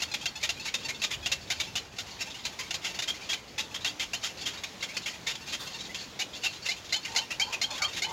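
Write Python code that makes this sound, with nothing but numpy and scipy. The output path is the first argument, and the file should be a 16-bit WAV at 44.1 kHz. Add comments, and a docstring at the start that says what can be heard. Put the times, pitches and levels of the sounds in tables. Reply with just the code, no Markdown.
"""From the first moment wading-bird chicks beg in a bush colony: short harsh chacks ending in thin squeals.
Each chack is a rough voice ringing a throat; each squeal is an almost pure tone.
Farther nests chatter behind them throughout, over outdoor noise and a swelling low rumble.
Faint hums come midway, with a falling squawk during the second; near the end an adult croaks,
a rough voice in a wide throat."""
import sys
import numpy as np
from scipy import signal
from scipy.io import wavfile
from scipy.ndimage import uniform_filter1d

SR = 44100
rng = np.random.default_rng(int(sys.argv[2]) if len(sys.argv) > 2 else 0)


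def dump(signal):
    """Clip the signal to [-1, 1] and save it as 16-bit WAV at the path in sys.argv[1]."""
    limited = np.clip(np.atleast_2d(signal).T, -1, 1)
    pcm = np.round(limited * 32767).astype(np.int16)
    wavfile.write(sys.argv[1], SR, pcm)


N = 358091  # length of the scene in samples


def amp(db):
    """Turn decibels into a plain multiplier."""
    return 10 ** (np.asarray(db) / 20)


def evened(x):
    """Bring a sound to an average (RMS) level of 1."""
    return x / np.sqrt(np.mean(x ** 2) + 1e-20)


def read(points, hz):
    """Read a curve of (hz, value) points, with pitch on a logarithmic scale."""
    f, value = np.transpose(points)
    return np.interp(np.log(hz + 1), np.log(f + 1), value)


def add(mix, s, sound):
    """Lay a sound into the mix at s seconds, cut off at the end of the mix."""
    part = mix[round(s * SR):][:len(sound)]
    part += sound[:len(part)]


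# The near chacks, with levels before the beak colours them. Columns: start_s, chick (name), level_db,
# length_s, pitch_hz (at the start), first_throat_hz (sounds 5% lower, then climbs), second_throat_hz,
# squeal_hz (at its loudest), squeal_db (against the chack at full level)
CHACKS = [(0, "slow", -34.5, 0.013, 637, 2700, 4200, 4200, -12),
          (0.0196, "sharp", -27, 0.016, 690, 2900, 4050, 3230, -15),
          (0.114, "peep", -35.5, 0.01, 823, 2670, 4160, 3550, -10),
          (.138, "shrill", -26, .011, 800, 2230, 3670, 3420, -26),
          (0.2122, "sharp", -40.5, 0.016, 627, 2390, 3340, 3101, -27),
          (0.2565, "sharp", -26.5, 0.0092, 671, 2650, 3700, 3200, -10.5),
          (0.354, "peep", -37.5, .02, 856, 2520, 3800, 3451, -18),
          (0.427, "slow", -25.5, 0.026, 571, 2460, 3700, 3795, -22),
          (0.491, "sharp", -27, 0.015, 672, 2780, 3940, 3110, -18.5),
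          (0.5954, "peep", -38, 0.014, 866, 2580, 4040, 2568, -10),
          (0.649, "shrill", -30.5, 0.038, 890, 2340, 4000, 2239, -9),
          (0.7396, "low", -26, 0.014, 514, 2550, 3650, 3569, -12),
          (0.847, "peep", -35, 0.017, 900, 2680, 4200, 2600, -24),
          (0.883, "grunt", -29, 0.023, 591, 2130, 4060, 2159, -11.5),
          (1.018, "sharp", -30, 0.019, 661, 2780, 3770, 3500, -24),
          (1.037, "low", -25, 0.013, 588, 2560, 3740, 3575, -23),
          (1.104, "shrill", -30, 0.04, 997, 2230, 3440, 3010, -16),
          (1.225, "peep", -42, 0.033, 834, 2560, 3400, 3280, 0),
          (1.26, "sharp", -27, .012, 682, 2570, 3540, 3040, -19),
          (1.316, "low", -24, 0.017, 516, 2570, 3800, 3540, -30),
          (1.5017, "sharp", -25, 0.021, 691, 2390, 3900, 3050, -18),
          (1.5993, "low", -25.5, 0.015, 565, 2400, 3700, 3670, -23),
          (1.7542, "sharp", -27.5, 0.027, 697, 2630, 3450, 2955, -13),
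          (1.985, "sharp", -32, .024, 680, 2610, 3760, 4030, -17),
          (2.2047, "slow", -30, 0.022, 649, 2630, 5630, 3870, -10),
          (2.4501, "low", -28.5, 0.018, 484, 2600, 4040, 4640, -31),
          (2.5878, "shrill", -30.5, .024, 1020, 2400, 5050, 3133, -14),
          (2.7074, "sharp", -29, 0.0074, 689, 2700, 3800, 3182, -29),
          (2.7401, "low", -29.5, 0.016, 520, 3080, 3940, 3758, -22),
          (2.8401, "slow", -29.5, 0.033, 652, 2340, 3200, 3100, -17),
          (2.989, "sharp", -29.5, 0.014, 698, 2600, 3750, 3040, -32),
          (3.0206, "low", -29.5, 0.018, 575, 2120, 3760, 3770, -13),
          (3.0754, "slow", -28, 0.03, 628, 3020, 3350, 3230, -4.5),
          (3.2893, "slow", -28, 0.034, 640, 2900, 3370, 3311, -7),
          (3.3277, "shrill", -27.5, 0.015, 786, 2330, 3700, 3090, -12),
          (3.5787, "shrill", -27, 0.029, 847, 2480, 3600, 3844, -10),
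          (3.7417, "shrill", -31, 0.021, 1051, 2940, 3400, 3240, -10),
          (3.846, "sharp", -26.5, 0.038, 692, 2780, 3680, 3290, -12.5),
          (3.994, "low", -29, 0.043, 517, 2320, 3300, 2930, -14),
          (4.1334, "sharp", -27, 0.016, 674, 2740, 4600, 3042, -11),
          (4.2305, "slow", -28, 0.04, 610, 2900, 3420, 3050, -16),
          (4.4083, "peep", -37, 0.029, 729, 2760, 4540, 2740, -14),
          (4.4548, "slow", -28, 0.035, 632, 2970, 3360, 2939, -16),
          (4.635, "shrill", -29.5, 0.01, 1110, 1800, 3650, 3220, -28),
          (4.8248, "low", -29.5, .019, 532, 2260, 3500, 3208, -13),
          (4.9667, "low", -26.5, 0.0091, 483, 2220, 4460, 4350, -33),
          (5.058, "low", -30, .028, 551.6, 2200, 3170, 2907, -24),
          (5.265, "low", -27, 0.05, 430.6, 2180, 3610, 3100, -30),
          (5.3534, "low", -34, 0.003, 431, 3220, 3370, 3240, -15),
          (5.5221, "slow", -29, 0.029, 600, 2770, 3440, 3203, -15),
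          (5.673, "peep", -38, 0.0072, 1060, 3090, 4340, 4900, -27),
          (5.8073, "peep", -39, 0.0088, 767, 3100, 3800, 4064, -17),
          (5.944, "low", -34.5, 0.015, 485, 2280, 3270, 3381, -11),
          (6.19, "slow", -27.5, 0.032, 722, 1950, 3770, 2920, -7.5),
          (6.433, "slow", -26.5, 0.035, 699, 2680, 3800, 2730, -5.5),
          (6.654, "grunt", -30.4, 0.021, 530, 2600, 3730, 2659, -13),
          (6.6867, "eager", -28, 0.035, 679, 2120, 3900, 2977, -8),
          (6.9246, "eager", -25.5, 0.022, 689, 2300, 4020, 3054, -3.5),
          (6.96, "peep", -31, 0.009, 854, 3060, 4050, 3500, -14),
          (7.0477, "grunt", -33, 0.012, 572, 2150, 2840, 2083, -14),
          (7.117, "peep", -43, 0.0058, 800, 3500, 4100, 3550, -21),
          (7.146, "peep", -44, 0.047, 894, 2410, 3300, 3500, -19),
          (7.15, "low", -32, .002, 570, 2030, 5200, 3500, -30),
          (7.161, "eager", -23, .027, 687, 2350, 4060, 3036, -6.5),
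          (7.3033, "grunt", -30, 0.02, 635.5, 2210, 2800, 2480, -16),
          (7.3973, "eager", -26, .024, 740, 2230, 4620, 3138, -0.5),
          (7.5226, "grunt", -29.5, 0.023, 608, 2350, 3000, 2514, -6),
          (7.6147, "eager", -25.5, 0.027, 696, 2420, 4080, 3160, -4),
          (7.704, "peep", -34, 0.0093, 856, 3180, 4200, 3530, -10),
          (7.777, "low", -35, 0.015, 548, 1880, 3270, 4581, -25),
          (7.819, "eager", -27.5, 0.032, 725, 2280, 4290, 3165, -1.5),
          (7.9622, "shrill", -30, 0.03, 525, 2400, 3500, 4200, -17),
          (8.02, "eager", -28.5, 0.032, 702, 2210, 4010, 3004, -3)]
# The chicks in the near nests, by name. Columns: rising (share of length_s, 0-1), roughness (0-1),
# second_throat_db (over the first), overtone_db (peak after the squeal, over squeal_db)
VOICES = {"sharp": (.03, .6, 1, 1), "eager": (.03, .42, 6, -8), "low": (.18, .7, 3, -20),
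          "slow": (.36, .65, 2, -20), "grunt": (.4, .7, 0, -20), "peep": (.25, .18, 8, -4),
          "shrill": (.3, .87, 3, -20)}


def chicks():
    """Each near chick keeps its attack, roughness and balance; its neck is stretched differently each call."""
    out = np.zeros(N)
    for s, chick, db, length, pitch_hz, low_hz, high_hz, squeal_hz, squeal_db in CHACKS:
        rising, rough, high_db, overtone_db = VOICES[chick]
        call = chack(db, rising * length, length, pitch_hz, rough, low_hz, high_hz, high_db,
                     squeal_hz, squeal_db, overtone_db)
        add(out, s, call)
    return beak(out)


def chack(db, rise, length, pitch_hz, rough, low_hz, high_hz, high_db, squeal_hz, squeal_db, overtone_db=-6):
    """A rising, partly rough voice rings the windpipe; then it jumps to a near-pure squeal."""
    t = np.arange(0, .08, 1 / SR)
    glide = 4 if pitch_hz < 800 else .5  # the high voices nearly hold their pitch
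    bend = 1 + glide * t * (.5 + 30 * np.minimum(t, .03))  # the rise steepens at first
    hz = pitch_hz * bend
    drive = membrane(hz, .012 + .06 * rough ** 2, rough * (.12 + 24 * t))  # roughness grows
    opening = 1 + 0.28 * np.clip(t / length, 0, 1.3) ** 2  # the neck shortens: first resonance climbs

    def ring(ring_hz, width):
        """Two resonances in a row, so the peak has steeper sides."""
        return resonate(resonate(drive, ring_hz, width), ring_hz, 2 * width)

    voice = ring(low_hz * .95 * opening, 350)
    voice -= amp(high_db) * ring(high_hz, 440)
    voice += amp(.5 * high_db - 5.5) * ring(4940, 1300)
    voice -= amp(.5 * high_db - 2.0) * ring(6880, 1170)
    voice += amp(-8.0) * membrane(hz, 0.033 * rough, 1.08 * rough)  # some sound escapes the windpipe
    voice += amp(-7) * ring(hz, 570)  # the chest thumps
    # a steady fade after the rise, much faster once the call is over
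    shape_db = -150. * np.maximum(t - rise, 0) - 1240.0 * np.maximum(t - 1.11 * length, 0)
    fade_in = np.clip(t / max(rise, 1e-4), 0, 1) ** 0.7
    voice = evened(voice) * fade_in * amp(shape_db)

    late = t - 0.67 * length - .011  # time counted from the squeal's loudest moment
    turn = 2 * np.pi * (squeal_hz * (t + 1.63 * late ** 2) + rng.random())
    squeal = amp(squeal_db + 3) * np.exp(-(late / .007) ** 2) * np.sin(turn)
    # the next overtone takes over
    overtone_swell = np.exp(-((late - .012) / 0.0072) ** 2)
    squeal += amp(squeal_db + overtone_db) * overtone_swell * np.sin(turn * 4 / 3)
    return amp(db) * (voice + squeal)


def membrane(hz, jitter, rough):
    """Voice membranes snap shut unevenly, with a puff of noise after each snap."""
    wander = evened(uniform_filter1d(rng.standard_normal(len(hz)), size=60))
    turns = np.cumsum(hz * (1 + jitter * wander)) / SR - .02
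    top = int(16000 / hz.min())  # number of overtones, all in phase
    snaps = np.sin((2 * top + 1) * np.pi * turns) / np.sin(np.pi * turns) - 1
    # uneven timing goes with uneven size
    sizes = amp((1 + 25 * jitter) * rng.standard_normal(len(hz)))
    snaps *= sizes[(turns + .5).astype(int)]
    puffs = (0.13 + np.exp(-(turns % 1) / 0.99)) * rng.standard_normal(len(hz))
    rough = np.clip(rough, 0, 1)
    return (1 - rough) * evened(snaps) + rough * evened(puffs)


def resonate(x, hz, width):
    """A hollow rings at its own pitch: one resonance of gain 1 that follows the curve hz."""
    turn = np.exp(2j * np.pi * np.cumsum(hz * np.ones(len(x))) / SR)
    r = np.exp(-np.pi * width / SR)  # a wider resonance dies away faster
    return 2 * (turn * signal.lfilter([1 - r], [1, -r], x / turn)).real


# Tone colour shared by the chicks' calls, from beak and microphone. Columns: pitch_hz, gain_db
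THROAT = [(250, -9.5), (600, -9.5), (1600, 2), (2100, 7), (7000, -4), (7500, -8.5), (8300, -14),
          (12000, -13), (15500, -22.5)]


def beak(x):
    """The shared colour as a filter that only acts forward in time."""
    gain_db = read(THROAT, np.fft.rfftfreq(1024, 1 / SR))
    return signal.oaconvolve(x, causal(gain_db))[:len(x)]


def causal(gain_db):
    """Minimum-phase impulse response (earliest possible energy) for gains on a 1024-point grid."""
    log_gain = np.log(amp(np.r_[gain_db, gain_db[-2:0:-1]]))
    return np.fft.ifft(np.exp(signal.hilbert(log_gain).conj())).real[:400]


# How busy the far nests are; air() uses it too. Columns: time_s, level_db (before the final mix)
COLONY = [(0.0, -43.5), (1.06, -41.5), (1.82, -40), (1.9, -53), (2.0, -41), (3.3, -39.5), (3.42, -47.5),
          (3.7, -40.5), (5.5, -39.5), (6.8, -41), (7.3, -40.5), (8.12, -37)]


def colony(count=200):
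    """Many far chicks call at random moments, each with a chance size, pitch, roughness and throat."""
    out = np.zeros(N)
    for s, size, a, b, c, d in rng.random((count, 6)):
        call = chack(db=7 * size, rise=0.005, length=0.02 + 0.015 * a, pitch_hz=500 + 450 * b,
                     rough=0.33 + 0.58 * c, low_hz=2100 + 900 * d, high_hz=3300 + 1300 * a,
                     high_db=26.0 * c - 7., squeal_hz=2300 + 2000 * d, squeal_db=-29.0)
        add(out, s * N / SR, call)
    s, db = np.transpose(COLONY)
    return evened(beak(out)) * amp(np.interp(np.arange(N) / SR, s, db))


# Adult croaks. Columns: loudest_s, length_s, level_db (before the swell shapes it),
# start_throat_hz, end_throat_hz
CROAKS = [(7.155, .17, -51, 860, 890), (7.47, .24, -53, 870, 1010), (7.715, 0.13, -51, 790, 1150),
          (7.82, .1, -43.5, 1580, 970), (8.11, .2, -50, 850, 1090)]
CROAK_SWELL, CROAK_ENDS_DB = .45, -16  # share of a croak before its loudest moment; both ends, dB
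SQUAWK_S, SQUAWK_LENGTH_S = 5.585, .105  # the short low squawk: start and length, s
SQUAWK_DB, SQUAWK_FADE_DB = -49, -110  # level before its fade, dB; fade, dB per s
SQUAWK_HZ, SQUAWK_END_HZ, SQUAWK_FALL_S = 290, 231.6, 0.054  # falls from, towards; time constant, s


def adults():
    """Slow rough membranes ring a wide throat in croaks; one squawk falls in pitch."""
    out = np.zeros(N)
    for s, length, db, start_hz, end_hz in CROAKS:
        u = np.arange(0, 1, 1 / SR / length)  # 0 to 1 through the croak
        hz = start_hz + (end_hz - start_hz) * u
        shape_db = np.interp(u, [0, CROAK_SWELL, 1], [CROAK_ENDS_DB, 0, CROAK_ENDS_DB])
        drive = membrane(np.full(len(hz), 150.), 0.026, 0.93)
        voice = resonate(resonate(drive, hz, 170), hz, 230)
        voice += 0.52 * resonate(resonate(drive, 0.567 * hz, 140), 0.513 * hz, 170)
        croak = evened(voice) * amp(db + shape_db) * signal.windows.tukey(len(hz), .2)
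        add(out, s - CROAK_SWELL * length, croak)

    t = np.arange(0, SQUAWK_LENGTH_S, 1 / SR)
    hz = SQUAWK_END_HZ + (SQUAWK_HZ - SQUAWK_END_HZ) * np.exp(-t / SQUAWK_FALL_S)
    drive = membrane(hz, 0.0057, 0.6)
    voice = resonate(drive, 3530, 330)
    voice += .5 * resonate(drive, 1160, 630)
    voice += 0.18 * resonate(drive, 1500, 400)
    squawk = evened(voice) * amp(SQUAWK_DB + SQUAWK_FADE_DB * t) * signal.windows.tukey(len(hz), .3)
    add(out, SQUAWK_S, squawk)
    return out


def bushes(x, t60=0.14):
    """Twigs and leaves scatter the calls: sparse taps of random sign, down 60 dB after t60 seconds."""
    taps = np.zeros(SR // 2)
    at = np.arange(40, len(taps) - 20, 20)
    taps[at + rng.integers(0, 20, at.shape)] = rng.choice([-1., 1.], at.shape)
    taps *= amp(-60 * np.arange(len(taps)) / SR / t60)
    return signal.oaconvolve(x, taps / np.linalg.norm(taps))[:N]


# Tone balance of the outdoor noise. 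Columns: pitch_hz, relative_db (per Hz)
AIR = [(25, -30), (43, -1), (190, 7), (575, 4), (936, 2), (1260, -1), (3340, 0.5), (6740, -5.5),
       (8360, -19), (14800, -22.5), (16000, -21)]
AIR_DB = -47  # level of the whole noise
# The far rumble. Columns: time_s, level_db
RUMBLE = [(0.0, -54.5), (1.08, -58), (1.22, -48), (1.29, -52), (2.83, -60), (6.9, -59), (8.12, -55)]
# Faint hums. Columns: pitch_hz, start_s, end_s, level_db (before fading in and out)
HUMS = [(186, 4.55, 6.55, -62), (301, 3.84, 4.06, -57)]


def air():
    """Noise made patchy in time and pitch, a swelling band of low noise, and narrow noise as wavering hums."""
    frames, hz = N // 256 + 5, np.fft.rfftfreq(1024, 1 / SR)
    a, b, patches = rng.standard_normal((frames, 513, 3)).T
    patches = uniform_filter1d(patches, size=10, axis=0)  # smooth over pitch
    patches = evened(uniform_filter1d(patches, size=14, axis=1))  # smooth over time
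    # the farthest chatter blurs into the treble hiss
    busy_db = np.interp(np.arange(frames) * 256 / SR, *np.transpose(COLONY))
    blur_db = .5 * np.outer(np.clip(hz / 1500, 0, 1), busy_db - busy_db.mean())
    spectrum = (a + 1j * b) * amp(read(AIR, hz)[:, None] + blur_db + 1.6 * patches)
    noise = signal.istft(spectrum, nperseg=1024, noverlap=768)[1][:N]
    out = amp(AIR_DB) * evened(noise)

    s, db = np.transpose(RUMBLE)
    low_band = signal.butter(2, [50, 140], "band", fs=SR, output="sos")
    rumble = signal.sosfilt(low_band, rng.standard_normal(N))
    out += evened(rumble) * amp(np.interp(np.arange(N) / SR, s, db))

    for hum_hz, start, end, db in HUMS:
        hum = resonate(rng.standard_normal(round((end - start) * SR)), hum_hz, 5.3)
        add(out, start, amp(db) * evened(hum) * signal.windows.tukey(len(hum), .3))
    return out


def scene():
    """Mix near chicks, far nests and adults with their scatter in the bushes, over the air."""
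    near, far, old = chicks(), colony(), adults()
    scattered = bushes(amp(-7.0) * near + amp(-10.0) * far + amp(11.0) * old)
    return (near + amp(-8.5) * far + old + scattered + air())[None]


EDGE_HZ = 15900  # upper limit of the sound


def record(dry):
    """Bass roll-off of the microphone, then the treble limit."""
    dry = signal.sosfilt(signal.butter(2, 38, "high", fs=SR, output="sos"), dry)
    treble_limit = signal.firwin(511, EDGE_HZ, window=("kaiser", 9), fs=SR)
    return signal.oaconvolve(dry, treble_limit[None], "same")


dry = scene()
out = record(dry)
dump(out)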